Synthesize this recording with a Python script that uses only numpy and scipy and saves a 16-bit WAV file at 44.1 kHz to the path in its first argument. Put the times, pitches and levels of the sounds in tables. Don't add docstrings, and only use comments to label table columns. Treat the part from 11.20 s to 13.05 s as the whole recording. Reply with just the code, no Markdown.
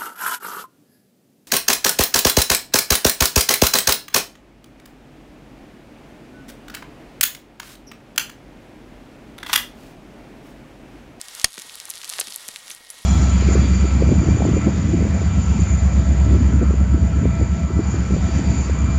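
import sys
import numpy as np
from scipy import signal
from scipy.fft import rfft, irfft, next_fast_len
from scipy.io import wavfile
from scipy.ndimage import uniform_filter1d, minimum_filter1d, map_coordinates

SR = 44100
rng = np.random.default_rng(int(sys.argv[2]) if len(sys.argv) > 2 else 0)


def persist_wave(psi):
    counts = np.round(np.clip(psi, -1, 1) * 32767).astype(np.int16)
    wavfile.write(sys.argv[1], SR, np.atleast_2d(counts).T)


N = 81585

# (frequency [Hz], relative density [dB])
WIND_SPECTRUM = [(25, -0.5), (70, -3), (200, -3.5), (500, -1), (1300, -2.5), (1600, -5), (1900, 0.5),
                 (2500, -1.5), (3300, -1), (4800, -18.5), (7500, -25), (10500, -30), (13000, -32),
                 (16000, -3)]
# (frequency [Hz], level [dB])
WHINE_PARTIALS = [(1863, -64), (1894, -60.5), (2180, -62.5), (3262, -69.5)]
# (time [s], level [dB])
CLOTH_ENVELOPE = [(0, -44.5), (.06, -45), (.11, -43), (.21, -39), (.25, -41), (.33, -47), (.41, -44.5),
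                  (.5, -45), (.62, -44.5), (.72, -43), (.8, -46), (.93, -37.5), (1.02, -39), (1.13, -45.5),
                  (1.25, -42.5), (1.44, -47.5), (1.485, -44.5), (1.515, -41.5), (1.56, -49.5), (1.68, -54),
                  (1.72, -47), (1.85, -49.5)]
# (frequency [Hz], relative density [dB])
CLOTH_SPECTRUM = [(60, -20.5), (250, -14), (700, -2), (1400, 1), (2400, -2), (3500, 3.5), (5000, 1),
                  (7500, 0), (10500, -2), (12500, -10.5), (16000, -7)]
# (time [s], level [dB])
CRUMB_ENVELOPE = [(0, -80), (.2, -58), (0.328, -37.5), (.45, -50), (.65, -49.5), (.8, -44.5), (1.0, -42),
                  (1.12, -43), (1.22, -45.5), (1.35, -48.5), (1.65, -54), (1.85, -50)]
# (frequency [Hz], relative density [dB])
CRUMB_SPECTRUM = [(200, -22), (1500, -18), (4000, 4), (7000, -5), (10500, 2.5), (12500, -11.5),
                  (16000, -44)]
# (time [s], energy [dB], centre [Hz], T60 [s])
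GEAR_BUMPS = [(0.3773, -15, 290, .045), (.377, -14.5, 1410, 0.014), (.448, -27.5, 232, .14),
              (.545, -32.5, 60, 0.12), (.683, -19, 1120, 0.027), (.9885, -8, 694, 0.0226),
              (1.0105, -13, 560, 0.041), (1.012, -5.5, 3450, 0.029), (1.07, -22.5, 260, 0.092),
              (1.286, -22.5, 208, 0.049), (1.287, -20.5, 700, 0.014)]
# (time [s], energy [dB], centre [Hz], half width [octaves], T60 [s])
GEAR_CLINKS = [(.311, -23, 4660, 0.095, 0.048), (.312, -26, 11500, .02, 0.087),
               (1.339, -21, 7500, .01, .18), (1.501, -13, 9900, 0.091, 0.2),
               (1.513, -12, 6300, 0.063, 0.08), (1.703, -11.5, 10300, 0.016, 0.052)]
# (time [s], base energy [dB], centre [Hz], base half width [octaves], base T60 [s])
ICE_CRACKS = [(0.0143, -4, 6500, 0.54, 0.0015), (0.0844, -12, 4900, 0.69, 0.0021),
              (0.1506, -9, 6600, 0.65, 0.0018), (0.1976, -7, 5300, 0.71, 0.0028),
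              (0.2148, -9, 4600, 0.71, 0.0035), (0.218, -12, 6100, 0.64, 0.0025),
              (0.2568, -4, 4400, 0.55, 0.0024), (0.3414, -11, 5200, 0.59, 0.0014),
              (0.38, -9, 3300, 1.02, 0.0026), (0.3908, -12, 5500, 0.83, 0.0026),
              (0.3975, -11, 4700, 0.9, 0.0029), (0.4198, -11, 5300, 0.73, 0.0029),
              (0.4964, -14, 3400, 0.43, 0.002), (0.5554, -11, 7200, 0.66, 0.0015),
              (0.6008, -8, 5600, 0.63, 0.0025), (0.6543, -10, 7400, 0.46, 0.0022),
              (0.6931, -15, 7900, 0.68, 0.0015), (0.7, -5, 8400, 0.26, 0.0019),
              (0.7034, -4, 7800, 0.53, 0.003), (0.7054, -10, 8600, 0.51, 0.0044),
              (0.7118, -11, 4400, 0.71, 0.0022), (0.7382, -14, 4300, 0.74, 0.0028),
              (0.7559, -14, 6100, 0.63, 0.0014), (0.7728, -14, 3600, 0.6, 0.0024),
              (0.8157, -13, 4000, 0.62, 0.0015), (0.8317, -15, 4700, 0.72, 0.0016),
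              (0.8353, -13, 2200, 1.05, 0.0024), (0.8453, -8, 4400, 0.79, 0.0019),
              (0.8525, -14, 5100, 0.61, 0.0022), (0.8937, -5, 9000, 0.38, 0.0013),
              (0.899, -3, 6400, 0.55, 0.0014), (0.9253, -10, 4100, 0.82, 0.0036),
              (0.9368, -8, 3500, 0.82, 0.0021), (0.9846, -7, 4100, 0.69, 0.0044),
              (0.9895, -3, 1400, 1.01, 0.003), (0.9943, -11, 5000, 0.85, 0.002),
              (0.998, 1, 7600, 0.44, 0.0017), (1.0008, 3, 8900, 0.3, 0.0021),
              (1.0032, 0, 9200, 0.28, 0.0018), (1.0113, 0, 4000, 0.78, 0.005),
              (1.0716, -9, 4600, 0.8, 0.003), (1.0826, -14, 3000, 0.79, 0.0022),
              (1.1071, -14, 5300, 0.7, 0.0024), (1.1236, -10, 4300, 0.55, 0.0018),
              (1.1372, -15, 6700, 0.7, 0.0018), (1.1608, -2, 9300, 0.4, 0.0012),
              (1.282, -8, 9200, 0.41, 0.0019), (1.2868, -5, 5800, 0.78, 0.0028),
              (1.3604, -6, 3500, 0.71, 0.0014), (1.4805, -15, 3500, 1.12, 0.0018),
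              (1.5008, -12, 9300, 0.33, 0.0036), (1.5052, -10, 3200, 0.52, 0.002),
              (1.5139, -12, 4800, 0.68, 0.0041), (1.549, -14, 8300, 0.52, 0.0022),
              (1.7024, -8, 6800, 0.58, 0.0041)]
# (frequency [Hz], relative gain [dB])
CRACK_RESPONSE = [(200, -1), (1500, 5), (5000, 1), (10500, 3.5), (13000, 3), (16000, 1)]
# (frequency [Hz], relative density [dB])
CRUSH_SPECTRUM = [(100, -14), (250, -14), (600, -11), (1250, -0.5), (1550, -12), (1900, 2), (3000, -6),
                  (5000, 6.5), (7800, -3.5), (9500, 3.5), (12000, -12), (16000, -26)]
# (frequency [Hz], relative density [dB])
CHIP_SPECTRUM = [(200, 1), (1500, -4), (3500, 0.5), (9500, -5), (13000, -17), (16000, -20)]
# (frequency [Hz], level [dB], T60 [s])
AXE_MODES = [(747, -28, 0.048), (1190, -31, 0.076), (1844, -8.5, 0.021), (2590, -35, 0.036),
             (2866, -18.5, 0.039), (3242, -7, 0.026), (3900, -49, 0.038), (4516, -4.5, 0.015),
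             (5200, -47, 0.055), (5440, -46, 0.031), (6570, -1.5, 0.019), (7270, -27, 0.046),
             (9160, -21.5, 0.076), (9370, -44, 0.032)]
# (frequency [Hz], gain [dB])
MIC_RESPONSE = [(20, 1), (10000, 0), (13000, 2), (16000, -11.5)]


def amp(db):
    return 10 ** (np.asarray(db) / 20)


def unit(x):
    return x / np.sqrt(np.mean(x ** 2) + 1e-20)


def energy(x, db):
    return amp(db) * x / np.linalg.norm(x)


def fade(t, t60):
    return amp(-60 * np.maximum(t, 0) / t60)


def add(track, start_s, sound):
    part = track[max(round(start_s * SR), 0):][:len(sound)]
    part += sound[:len(part)]


def colour(x, points):
    size = 2 * next_fast_len(len(x))
    hz, db = np.transpose(points)
    gain_db = np.interp(np.log(np.fft.rfftfreq(size, 1 / SR) + 1), np.log(hz), db)
    cepstrum = irfft(np.log(amp(gain_db)))
    cepstrum[1:size // 2] *= 2
    cepstrum[size // 2 + 1:] = 0
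    return irfft(rfft(x, size) * np.exp(rfft(cepstrum)))[:len(x)]


def band(x, hz, octaves):
    edges = np.minimum([hz / 2 ** octaves, hz * 2 ** octaves], [15000, 19000])
    return signal.sosfilt(signal.butter(1, edges, "bandpass", fs=SR, output="sos"), x)


def wobble(per_s):
    knots = rng.standard_normal(int(N * per_s / SR) + 4)
    return map_coordinates(knots, [np.arange(N) * per_s / SR])


def patchy(depth_db):
    spectra = signal.stft(rng.standard_normal(N), nperseg=256)[2]
    patches = uniform_filter1d(rng.standard_normal(spectra.shape), size=12, axis=0)
    patches = uniform_filter1d(patches, size=5, axis=1)
    return signal.istft(spectra * amp(depth_db * unit(patches)), nperseg=256)[1][:N]


def burst(envelope, passes=8):
    x = envelope * rng.standard_normal(len(envelope))
    for _ in range(passes):
        flat = irfft(np.exp(1j * np.angle(rfft(x))), len(x))
        x = envelope * np.sqrt(2) * np.cos(np.angle(signal.hilbert(flat)))
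    return x


def wind():
    level_db = -52 + 0.2 * wobble(per_s=3.3)
    return amp(level_db) * unit(colour(patchy(depth_db=1.6), WIND_SPECTRUM))


def whine():
    out, t = np.zeros(N), np.arange(N) / SR
    for hz, db in WHINE_PARTIALS:
        peak = np.sqrt(2) * amp(db + 0.73 * wobble(per_s=7.5))
        out += peak * np.sin(2 * np.pi * hz * t + .7 * wobble(per_s=11))
    return out


def rustle():
    level_db = np.interp(np.arange(N) / SR, *np.transpose(CLOTH_ENVELOPE)) + wobble(per_s=70)
    return amp(level_db) * unit(colour(patchy(depth_db=1.5), CLOTH_SPECTRUM))


def crumbs(grains_per_s=1100):
    level_db = np.interp(np.arange(N) / SR, *np.transpose(CRUMB_ENVELOPE))
    strength_db = 6 * np.minimum(rng.exponential(size=N), 3)
    hits = (rng.random(N) < grains_per_s / SR) * amp(strength_db)
    decay = fade(np.arange(SR // 100) / SR, t60=.00085)
    grains = signal.fftconvolve(hits, decay)[:N] * rng.standard_normal(N)
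    return amp(level_db) * unit(colour(grains, CRUMB_SPECTRUM))


def bumps(attack_s=.004, octaves=.78):
    out, t = np.zeros(N), np.arange(SR // 5) / SR
    for start_s, db, hz, t60 in GEAR_BUMPS:
        push = burst(fade(t, t60) * (1 - fade(t, attack_s)), passes=4)
        add(out, start_s, energy(band(band(push, hz, octaves), hz, octaves), db))
    return out


def clinks():
    out, t = np.zeros(N), np.arange(SR // 5) / SR
    for start_s, db, hz, octaves, t60 in GEAR_CLINKS:
        strike = fade(t, t60) * rng.standard_normal(len(t))
        add(out, start_s, energy(band(strike, hz, octaves), db))
    return out


def cracks(stretch=1.7, widen=1.19, trim_db=-.5):
    out, t = np.zeros(N), np.arange(SR // 25) / SR
    crumbling = amp(-19) * fade(t, t60=.014)
    for start_s, db, hz, octaves, t60 in ICE_CRACKS:
        snap = burst(fade(t, stretch * t60) + crumbling)
        width = widen * octaves
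        pitched = band(band(snap, hz, width), hz, width)
        add(out, start_s, energy(colour(pitched, CRACK_RESPONSE), db + trim_db))
    return out


def axe_blow(start_s=.2432, attack_s=.00024, hold_s=.0034, overload_s=.0012, pick_hz=6610):
    out, t = np.zeros(N), np.arange(SR) / SR
    rise = 1 - np.exp(-t / attack_s)
    crush_envelope = rise * fade(t - hold_s, t60=.0081)
    crush = colour(burst(crush_envelope[:SR // 20]), CRUSH_SPECTRUM)
    chips = amp(-25) * fade(t, t60=.12) * unit(colour(rng.standard_normal(SR), CHIP_SPECTRUM))
    steel = sum(amp(db) * fade(t, t60) * np.sin(2 * np.pi * (hz * t + rng.random()))
                for hz, db, t60 in AXE_MODES)
    note_db = -42.5 + 2.5 * wobble(per_s=32)[:len(t)]
    note = amp(note_db) * fade(t, t60=.85) * np.sin(2 * np.pi * pick_hz * t)
    overload_thump = -amp(-13.5) * t / overload_s * np.exp(1 - t / overload_s)
    add(out, start_s, energy(crush, db=19.5))
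    add(out, start_s, rise * (chips + steel + note) + overload_thump)
    return out


def duck(x, threshold_db=-19, share=.61, hold_s=.071, release_db_per_s=123, attack_s=.012):
    power = signal.lfilter(np.ones(256) / 256, 1, x ** 2)
    cut_db = share * np.maximum(10 * np.log10(power + 1e-12) - threshold_db, 0)
    half_hold = int(hold_s * SR / 2)
    held_db = -minimum_filter1d(-cut_db, 2 * half_hold + 1, origin=half_hold, mode="constant")
    ramp_db = release_db_per_s * np.arange(N) / SR
    released_db = np.maximum.accumulate(held_db + ramp_db) - ramp_db
    pole = np.exp(-1 / (attack_s * SR))
    return x * amp(-signal.lfilter([1 - pole], [1, -pole], released_db))


def scene():
    return (axe_blow() + cracks() + bumps() + clinks() + rustle() + crumbs() + wind() + whine())[None]


def record(dry):
    ceiling, low_cut_hz, top_hz = .66, 10, 16200
    saturated = dry[0] / (1 + np.abs(dry[0] / ceiling) ** 4) ** (1 / 4)
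    low_cut = signal.butter(1, low_cut_hz, "highpass", fs=SR, output="sos")
    ducked = duck(signal.sosfilt(low_cut, colour(saturated, MIC_RESPONSE)))
    size = next_fast_len(N + SR // 2)
    low_pass = 1 / (1 + (np.fft.rfftfreq(size, 1 / SR) / top_hz) ** 120)
    return irfft(rfft(ducked, size) * low_pass, size)[None, :N]


dry = scene()
out = record(dry)
persist_wave(out)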